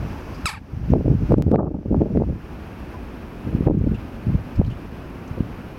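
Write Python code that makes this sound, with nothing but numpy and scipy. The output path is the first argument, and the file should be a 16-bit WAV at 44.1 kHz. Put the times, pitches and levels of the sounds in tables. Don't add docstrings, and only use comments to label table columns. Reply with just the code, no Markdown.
import sys
import numpy as np
from scipy import signal
from scipy.fft import rfft, irfft
from scipy.io import wavfile
from scipy.ndimage import uniform_filter1d, minimum_filter1d

SR = 44100
rng = np.random.default_rng(int(sys.argv[2]) if len(sys.argv) > 2 else 0)


def digitize_waveform(pressure):
    field = np.atleast_2d(pressure).T
    bounded = np.clip(field, -1, 1)
    quanta = np.round(bounded * 32767).astype(np.int16)
    wavfile.write(sys.argv[1], SR, quanta)


N = 254898
TIME = np.arange(N) / SR


def from_db(db):
    return 10 ** (np.asarray(db) / 20)


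def unit_rms(x):
    return x / np.sqrt(np.mean(x ** 2) + 1e-20)


def automation(rows):
    times, *columns = np.transpose(rows)
    return [np.interp(TIME, times, column) for column in columns]


def filtered(x, hz, kind, order=2):
    sections = signal.butter(order, np.clip(hz, 10, .45 * SR), kind, fs=SR, output="sos")
    return signal.sosfilt(sections, x + 1e-18)


def drift(rate_hz):
    return unit_rms(filtered(rng.standard_normal(N + SR), rate_hz, "low")[SR:])


def coloured_noise(spectrum):
    hz, db = np.transpose(spectrum)
    bin_hz = np.maximum(np.arange(N // 2 + 1) * SR / N, 1)
    eq = from_db(np.interp(np.log(bin_hz), np.log(hz), db))
    return unit_rms(irfft(rfft(rng.standard_normal(N)) * eq, N))


# frequency in Hz, relative level in dB.
RUSH_EQ = [(20, -15), (45, 2.5), (86, -1), (132, -6), (240, -1.5), (460, -12), (650, -14.5), (1550, -20.5),
           (2000, -26), (2550, -24.5), (3700, -37), (5500, -39.5), (7600, -50), (12000, -45.5),
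           (15500, -48)]
def distant_rush(level_db=-32.5, waver_db=0.55):
    return from_db(level_db + waver_db * drift(3)) * coloured_noise(RUSH_EQ)


def hiss(level_db=-61, hz=5200, spread=1.18, fade_at_s=2.4, fade_s=.15):
    band = unit_rms(filtered(rng.standard_normal(N), [hz / spread, hz * spread], "band"))
    fade = .5 * (1 - np.tanh((TIME - fade_at_s) / fade_s))
    return from_db(level_db) * band * fade


# time in seconds, pitch in Hz, level in dB.
WHINE_GLIDE = [(0, 613, -49), (.1, 780, -48.5), (.25, 1013, -46), (.42, 1120, -47), (.6, 1140, -96)]
def distant_whine(half_width_hz=45):
    hz, db = automation(WHINE_GLIDE)
    return from_db(db) * drift(half_width_hz) * np.sin(2 * np.pi * np.cumsum(hz) / SR)


# arrival in seconds, hold in seconds, level in dB, eddy rate in Hz.
GUST_CUES = [(0.005, 0.016, -19.5, 109), (.452, 0.15, -23, 110), (0.732, 0.12, -18, 93),
             (0.903, 0.034, -7.5, 135), (.94, 0.033, -6.5, 238), (1.061, 0.065, -8, 185),
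             (1.175, 0.067, -13.5, 115), (1.316, 0.086, -2.5, 216), (1.459, 0.025, -2.5, 193),
             (1.526, .1, 4, 418), (1.677, 0.088, -6, 245), (1.858, 0.033, -10, 233),
             (1.905, 0.12, -3.5, 235), (2.112, 0.057, -11, 210), (2.161, 0.039, -4, 278),
             (2.258, 0.039, -8.5, 189), (3.457, 0.26, -21, 170), (3.674, 0.028, -3.5, 314),
             (3.724, 0.18, -9.5, 151), (4.274, 0.074, -15, 126), (4.583, 0.034, -7.5, 112),
             (4.667, 0.014, -17, 120), (5.38, 0.03, -22.5, 177)]
def airflow(rise_db_per_s=702.5, fall_db_per_s=201, db_per_octave=38.5, breeze_db=-38, breeze_hz=108):
    power = np.full(N, from_db(breeze_db) ** 2)
    weighted_hz = power * breeze_hz
    for start, hold, db, hz in GUST_CUES:
        near = (TIME > start - .2) & (TIME < start + hold + .5)
        age = TIME[near] - start
        sag_db = rise_db_per_s * np.maximum(-age, 0) + fall_db_per_s * np.maximum(age - hold, 0)
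        gust_power = from_db(db - sag_db) ** 2
        power[near] += gust_power
        weighted_hz[near] += gust_power * hz * 2 ** (-sag_db / db_per_octave)
    return 10 * np.log10(power), weighted_hz / power


def turbulence(gust_db, eddy_hz, trim_db=-1.5, low_cut_hz=62, lump_db=2.5, port_hz=1550):
    lumps = drift(34.8)
    corner_hz = 0.87 * eddy_hz * np.exp(0.36 * np.tanh(lumps))
    edges_hz = 20 * 2 ** np.arange(0, 8, .5)
    white, rumble = rng.standard_normal((2, N)), 0
    for k, (low, high) in enumerate(zip(edges_hz, edges_hz[1:])):
        band = filtered(white[k % 2], [low, high], "band", order=4)
        ratio = np.sqrt(low * high) / corner_hz
        rumble = rumble + band * ratio ** 0.06 * np.exp(-ratio ** 1.19)
    rumble = filtered(rumble, low_cut_hz, "high") * from_db(lump_db * lumps)
    rumble = filtered(rumble, port_hz, "low", order=5)
    power = uniform_filter1d(uniform_filter1d(rumble ** 2, size=1500), size=1500)
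    return rumble / np.sqrt(power + 1e-12) * from_db(gust_db + trim_db)


def small_eddies(gust_db, eddy_hz, per_s=25, above_gust_db=3, scatter_db=1.5, scatter_octaves=0.52):
    hits = np.flatnonzero(rng.random(N) < per_s / SR)
    size, detune = rng.standard_normal((2, N))[:, hits]
    db = gust_db[hits] + above_gust_db + scatter_db * size
    hz = 1.1 * eddy_hz[hits] * 2 ** (scatter_octaves * detune)
    return list(zip(TIME[hits], db, hz))


# centre in seconds, level in dB, pitch in Hz.
THUMP_CUES = [(0.904, 1, 149), (0.937, 5, 422), (1.0814, 2.9, 270), (1.115, 3, 155), (1.1526, 0.5, 132),
              (1.3226, 1.5, 317), (1.3429, 8, 292), (1.3836, 11, 246), (1.4663, 7.5, 156),
              (1.5167, 12.5, 272), (1.544, 12.5, 480), (1.5592, 17, 426), (1.9141, 9.5, 230),
              (1.9455, 4, 496), (2.0186, 8, 340), (2.1739, 6.5, 322), (2.2212, 6, 361), (3.5508, -1.5, 151),
              (3.6089, -2, 194), (3.6737, 5.5, 390), (3.6847, 4, 402), (3.6996, 7, 277),
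              (3.7777, 1.5, 157.4), (4.2707, -6.5, 128), (4.3537, -3, 107), (4.5928, -1.5, 118.7),
              (4.6153, -2, 382), (5.313, -12, 100), (5.407, -2, 164)]
def wind(lean_rad=0.36, brevity=0.85, sweep_depth=0.59, sweep_s=0.0029, infrasound_cut_hz=38):
    gust_db, eddy_hz = airflow()
    out = turbulence(gust_db, eddy_hz)
    eddies = small_eddies(gust_db, eddy_hz) + THUMP_CUES
    for (centre, db, hz), polarity in zip(eddies, rng.choice([-1, 1], len(eddies))):
        near = slice(*np.searchsorted(TIME, [centre - .03, centre + .03]))
        age = TIME[near] - centre
        phase = 2 * np.pi * hz * age
        out[near] *= 1 - sweep_depth * np.exp(-(age / sweep_s) ** 2)
        out[near] += polarity * from_db(db) * np.cos(phase + lean_rad) / np.cosh(phase * brevity)
    return filtered(out, infrasound_cut_hz, "high")


# start in seconds, level in dB, band centre in Hz, length in seconds.
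SCUFF_CUES = [(0.34, -51, 4920, 0.016), (0.899, -55, 6070, .01), (2.791, -61, 12150, .01),
              (3.785, -56, 6060, 0.0066), (3.942, -43.5, 2754, 0.013), (4.555, -48.5, 4860, 0.0089),
              (4.646, -41, 2996, 0.0054), (4.659, -48, 4050, 0.014), (4.698, -45.5, 2940, 0.024),
              (5.277, -52, 6050, 0.0054)]
def steps_and_pecks(spread=1.05):
    out, age = np.zeros(N), TIME[:SR // 6]
    for start, db, hz, length in SCUFF_CUES:
        grit = filtered(rng.standard_normal(len(age)), [hz / spread, hz * spread], "band", order=1)
        swell = 2 * age / length * np.exp(1 - 2 * age / length)
        at = round(start * SR)
        out[at:at + len(age)] += from_db(db) * unit_rms(grit) * swell
    return out


# centre in Hz, width in Hz, relative level in dB.
FORMANTS = [(1280, 2400, 3.5), (2290, 170, 6.5), (3750, 2200, -13.5), (4730, 760, -1), (6640, 610, -21),
            (7930, 1210, -7), (10900, 1050, -14), (14800, 1200, -28)]
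def throat_gain(hz):
    return sum(from_db(db) / (1 + ((hz - centre) / (width / 2)) ** 2) for centre, width, db in FORMANTS)


# time in seconds, pitch in Hz, level in dB, roughness from 0 to 1.
CALL_SHAPE = [(.4556, 1360, -37, 0.3), (.4578, 1360, -7.5, 0.2), (.461, 1317, -11, 0.24),
              (.468, 1256, -8.5, 0.07), (.476, 1113, -7.5, 0), (.481, 1031, -16, 0.24),
              (.487, 939, -14.5, 0.17), (.496, 861, -13, 0.24), (.501, 783, -16, 0.47),
              (.512, 760, -28, .7)]
def jackdaw(jitter=0.041, shimmer=0.99, rasp_db=-6, rasp_hz=5000, smear_rad=0.38):
    pitch_hz, level_db, roughness = automation(CALL_SHAPE)
    calling = (TIME > CALL_SHAPE[0][0]) & (TIME < CALL_SHAPE[-1][0])
    uneven_hz = pitch_hz * (1 + jitter * roughness * drift(500))
    phase = 2 * np.pi * np.cumsum(uneven_hz[calling]) / SR
    harmonics = np.arange(1, 20)[:, None]
    gains = throat_gain(harmonics * pitch_hz[calling])
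    tone = np.sum(gains * np.cos(harmonics * phase - smear_rad * harmonics ** 2), axis=0)
    tone /= np.sqrt(np.sum(gains ** 2, axis=0) / 2)
    eq_hz = np.geomspace(300, 16000, 120)
    eq_db = 20 * np.log10(throat_gain(eq_hz) * np.hypot(1, eq_hz / rasp_hz))
    rasp = coloured_noise(np.c_[eq_hz, eq_db])[calling] * (1 + np.cos(phase))
    flutter = 1 + shimmer * roughness * drift(470)
    out = np.zeros(N)
    out[calling] = tone * flutter[calling] + from_db(rasp_db) * roughness[calling] * rasp
    return out * from_db(level_db)


def call_snap(start_s=.4573, level_db=-7, hz=1600, width_hz=700):
    age = np.maximum(TIME - start_s, 0)
    decay = np.exp(-np.minimum(np.pi * width_hz * age, 50))
    return from_db(level_db) * decay * np.sin(2 * np.pi * hz * age)


# delay in seconds, relative level in dB.
ECHO_TAPS = [(0.0184, -17.5), (.0325, -16), (.047, -13), (0.078, -11.5)]
def park_echo(x, dull_hz=2100, smear_s=0.009, scatter_db=-9.5, t60_s=0.14, sheen_db=5, sheen_hz=11200):
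    age, echoes = TIME[:SR // 3], 0
    for delay, db in ECHO_TAPS:
        cluster = rng.standard_normal(len(age)) * np.exp(-((age - delay) / smear_s) ** 2)
        cluster = from_db(-1) * cluster / np.linalg.norm(cluster)
        cluster[round(delay * SR)] += 1
        echoes = echoes + from_db(db) * cluster
    fade_in = np.clip(age / 0.0097 - 1, 0, 1)
    scatter = rng.standard_normal(len(age)) * from_db(-60 * age / t60_s) * fade_in
    scatter = from_db(scatter_db) * scatter / np.linalg.norm(scatter)
    sheen = from_db(sheen_db) * filtered(scatter, [sheen_hz - 600, sheen_hz + 600], "band", order=1)
    response = filtered(echoes, dull_hz, "low") + scatter + sheen
    return x + signal.fftconvolve(x, response)[:N]


# start in seconds, level in dB.
CRACKLE_CUES = [(.9368, -27), (1.323, -24.5), (1.343, -35), (1.383, -17), (1.4233, -4.5), (1.516, -17),
                (1.559, -14), (2.175, -27.5)]
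def gust_crackle(decay_s=.0012):
    out, age = np.zeros(N), TIME[:SR // 50]
    for start, db in CRACKLE_CUES:
        at = round(start * SR)
        out[at:at + len(age)] += from_db(db) * np.exp(-age / decay_s)
    return out


def far_note(centre_s=2.95, hz=1000, level_db=-34, swell_s=0.014):
    swell = np.exp(-((TIME - centre_s) / swell_s) ** 2)
    return from_db(level_db) * swell * np.sin(2 * np.pi * hz * TIME)


def scene():
    bird = park_echo(jackdaw() + call_snap()) + steps_and_pecks()
    background = far_note() + distant_whine() + distant_rush() + hiss()
    return (bird + background + wind() + gust_crackle())[None]


def released(cut_db, db_per_s):
    return np.maximum.accumulate(cut_db + db_per_s * TIME) - db_per_s * TIME


def limiter(x, threshold_db=-5, treble_db=12, treble_hz=1800, attack_s=0.00023, hold_s=0.05):
    treble = from_db(treble_db) * filtered(x, treble_hz, "high", order=1)
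    sidechain = np.maximum(abs(x), abs(treble))
    over_db = np.maximum(20 * np.log10(sidechain + 1e-9) - threshold_db, 0)
    half_hold = int(hold_s * SR / 2)
    held_db = -minimum_filter1d(-over_db, 2 * half_hold + 1, origin=half_hold)
    quick_db = released(held_db, db_per_s=30)
    lasting_db = released(np.minimum(held_db, 2.5), db_per_s=0.13)
    pole = np.exp(-1 / (attack_s * SR))
    cut_db = signal.lfilter([1 - pole], [1, -pole], np.maximum(quick_db, lasting_db))
    return x * from_db(-cut_db)


def record(dry, ceiling=0.61, high_cut_hz=15900):
    limited = limiter(dry[0])
    clipped = limited / (1 + (limited / ceiling) ** 12) ** (1 / 12)
    high_cut = signal.ellip(10, .1, 90, high_cut_hz, fs=SR, output="sos")
    return signal.sosfilt(high_cut, clipped)[None]


dry = scene()
out = record(dry)
digitize_waveform(out)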